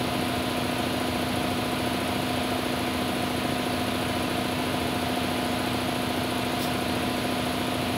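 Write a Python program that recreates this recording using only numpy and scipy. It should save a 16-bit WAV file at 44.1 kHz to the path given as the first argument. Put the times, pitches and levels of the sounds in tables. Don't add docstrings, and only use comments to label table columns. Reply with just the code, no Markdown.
import sys
import numpy as np
from scipy import signal
from scipy.fft import rfft, irfft, next_fast_len
from scipy.io import wavfile
from scipy.ndimage import map_coordinates

SR = 44100
rng = np.random.default_rng(int(sys.argv[2]) if len(sys.argv) > 2 else 0)


def transcribe(u):
    v = np.clip(np.atleast_2d(u).T, -1, 1)
    q = np.round(v * 32767).astype(np.int16)
    wavfile.write(sys.argv[1], SR, q)


N = 351465

CRANK_HZ = 13.9433
TOP_HZ = 15720
PUFF_S, PUFF_DB = 6.58, -34.5
PUFF_ATTACK_S, PUFF_HOLD_S, PUFF_FALL_DB_PER_S = .048, .016, 320

# [f/Hz, relative density/dB per Hz]
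FAN_SPECTRUM = [(20, -34), (42, -27), (58, -16), (80, -3.5), (130, -1), (280, -1), (380, -7), (550, -6.5),
                (700, -2), (790, -10), (880, -5.5), (1100, -13.5), (2000, -20), (5000, -52)]
# [f/Hz, relative density/dB per Hz]
INTAKE_SPECTRUM = [(300, -18), (1000, -2.5), (1500, 0.5), (1750, -3), (2400, 1.5), (3200, 1), (4450, -3),
                   (4900, -9), (5600, -14), (6700, -14.5), (7300, -19.5), (11000, -15), (12800, -16),
                   (15600, -19.5)]
# [f/Hz, relative density/dB per Hz]
JET_SPECTRUM = [(1500, -15), (3500, 6.5), (4600, 2.5), (5300, 5), (6500, -6), (8900, -4), (9600, -0.5),
                (11200, -8), (12100, 2), (12800, -4), (14800, -3), (15400, -4)]
# [f/Hz, mean rms level/dB]
MOTOR_TONES = [(45.3, -64), (90.7, -45.5), (119.6, -44), (388.5, -54.5), (692.7, -46), (719.8, -44),
               (747.7, -49.5), (1437.9, -53.5)]
# [snap/turn 0-1, relative level/dB, flutter f/Hz, loss per contact/dB]
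REED_VALVES = [(.937, 0.5, 340, 1.2), (.427, -6, 340, 12), (.515, -3, 258, 2.5)]
# [f/Hz, width/Hz, relative level/dB]
HEAD_MODES = [(5890, 55, -9), (6810, 130, -3), (8380, 170, 0), (9300, 90, -23), (10130, 130, 1),
              (10460, 150, -2), (10630, 156, 8), (10970, 97, 3), (11450, 52, -2), (11800, 98, -11),
              (12140, 110, -18), (13200, 400, -18)]
# [t/turn 0-1, relative level/dB]
PISTON_STROKES = [(.09, 0), (.66, -4)]
# [f/Hz, rms level of each order/dB]
ORDER_LEVELS = [(42, -85), (56, -55.5), (85, -58), (125, -51), (230, -60), (400, -51.5), (560, -54),
                (850, -63), (1300, -61.5), (2500, -66), (3500, -64.5), (4400, -70), (6000, -84)]
# [f/Hz, width/Hz, rms level at centre/dB]
TANK_MODES = [(194, 17, -45.5), (251, 5, -34), (307, 13, -43.5), (337, 20, -43), (460, 7, -45),
              (550.4, 10.4, -44), (627.5, 7.8, -43.5), (707.4, 12, -42), (976, 6, -53), (1005, 12.8, -46.5),
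              (1060, 6, -53.5), (1241, 8.2, -49), (1510, 7, -51.5)]


def amp(db):
    return 10 ** (np.asarray(db) / 20)


def unit(x):
    return x / np.sqrt(np.mean(x ** 2) + 1e-20)


def along(points, hz):
    f, level = np.transpose(points)
    return np.interp(np.log(hz + 1), np.log(f + 1), level)


def wobble(rate):
    knots = rng.standard_normal(int(N * rate / SR) + 4)
    return map_coordinates(knots, [np.arange(N) * rate / SR])


def filtered(x, response):
    m = next_fast_len(N + SR // 2)
    hz = np.fft.rfftfreq(m, 1 / SR)
    return irfft(rfft(x, m) * response(hz), m)[:N]


def rush(spectrum):
    white = rng.standard_normal(N)
    return unit(filtered(white, lambda hz: amp(along(spectrum, hz))))


def ring(x, modes):
    def response(f):
        return sum(amp(db) * 1j * f * width / (centre ** 2 - f ** 2 + 1j * f * width)
                   for centre, width, db in modes)
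    return filtered(x, response)


def walls(x, echo_db=-6, first_s=.004, spread_s=.03, count=40):
    response = np.zeros(SR // 4)
    delay_s = first_s + spread_s * rng.random(count)
    size = rng.standard_normal(count)
    response[(delay_s * SR).astype(int)] = amp(echo_db) * size / np.linalg.norm(size)
    response[0] = 1
    return signal.fftconvolve(x, response / np.linalg.norm(response))[:N]


def air(turns, rumble_db=-34.0, intake_db=-35.5, surge=0.075, surge_turn=0.13):
    pulsation = 1 + surge * np.cos(4 * np.pi * (turns - surge_turn))
    rumble = amp(rumble_db) * rush(FAN_SPECTRUM)
    intake = amp(intake_db) * pulsation * rush(INTAKE_SPECTRUM)
    return rumble + intake


def motor(drift_rad=0.22, waver_db=1):
    t = np.arange(N) / SR
    total = np.zeros(N)
    for hz, db in MOTOR_TONES:
        level = amp(db + waver_db * wobble(4.06))
        phase = 2 * np.pi * (hz * t + rng.random()) + drift_rad * wobble(3.02)
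        total += level * np.sqrt(2) * np.sin(phase)
    return total


def chuck(whistle_db=-45, whistle_s=6.622, whistle_width_s=.014):
    t = np.arange(N) / SR
    opening = np.clip((t - PUFF_S) / PUFF_ATTACK_S, 0, 1)
    closing_s = np.maximum(t - PUFF_S - PUFF_ATTACK_S - PUFF_HOLD_S, 0)
    jet = opening * amp(PUFF_DB - PUFF_FALL_DB_PER_S * closing_s) * rush(JET_SPECTRUM)
    whistle = unit(ring(rng.standard_normal(N), [(15380, 250, 0)]))
    swell = np.exp(-((t - whistle_s) / whistle_width_s) ** 2)
    return jet + amp(whistle_db) * swell * whistle


def valves(turns, vary_db=1.0, ring_db=-47.0, sizzle_db=-62, buzz_db=-1.5, spurt_db=-8,
           spurt_s=.0018, lead_s=.0013, count=7):
    blows = np.zeros(N)
    for turn, db, flutter_hz, loss_db in REED_VALVES:
        for k in range(count):
            contact_turn = turn + k * CRANK_HZ / flutter_hz
            at = np.flatnonzero(np.diff(np.floor(turns - contact_turn)))
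            blows[at] += amp(db - k * loss_db + vary_db * rng.standard_normal(len(at)))
    lifted = (turns - REED_VALVES[0][0] + lead_s * CRANK_HZ) % 1
    spurt = unit(np.exp(-lifted / CRANK_HZ / spurt_s) * rng.standard_normal(N))
    buzz = amp(buzz_db) * rng.standard_normal(N)
    head = ring(unit(blows) + amp(spurt_db) * spurt + buzz, HEAD_MODES)
    sizzle = np.exp(-2 * lifted) * rush([(4000, -25), (8000, -5), (13000, 0), (16000, 0)])
    return amp(ring_db) * unit(head) + amp(sizzle_db) * unit(sizzle)


def crank():
    slip_s = 6e-5 * wobble(1) + 3e-5 * wobble(14)
    return CRANK_HZ * (np.arange(N) / SR + slip_s)


def pump(turns, scatter_db=2, stroke_s=.013):
    size = 8192
    orders = np.arange(size // 2 + 1)
    hz = orders * CRANK_HZ
    thrum = amp(along(ORDER_LEVELS, hz) + scatter_db * rng.standard_normal(len(orders)))
    tank = np.max([amp(db) / np.hypot(1, 2 * (hz - centre) / width)
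                   for centre, width, db in TANK_MODES], axis=0)
    gain = np.maximum(thrum, tank) * (orders > 3) * (hz < ORDER_LEVELS[-1][0])
    angle = np.arange(size) / size
    gas = sum(amp(db) * np.exp(-((angle - turn) % 1) / CRANK_HZ / stroke_s)
              for turn, db in PISTON_STROKES)
    timed = np.angle(rfft(gas * rng.standard_normal(size)))
    diffuse = 2 * np.pi * rng.random(len(orders))
    phase = np.where((orders > 13) & (orders < 60), timed, diffuse)
    cycle = irfft(gain * np.exp(1j * phase)) * size / np.sqrt(2)
    return map_coordinates(cycle, [turns % 1 * size], order=1, mode="grid-wrap")


def scene():
    turns = crank()
    reflected = walls(valves(turns) + air(turns))
    return (reflected + motor() + chuck() + pump(turns))[None]


def record(dry):
    return np.array([filtered(x, lambda hz: hz < TOP_HZ) for x in dry])


dry = scene()
out = record(dry)
transcribe(out)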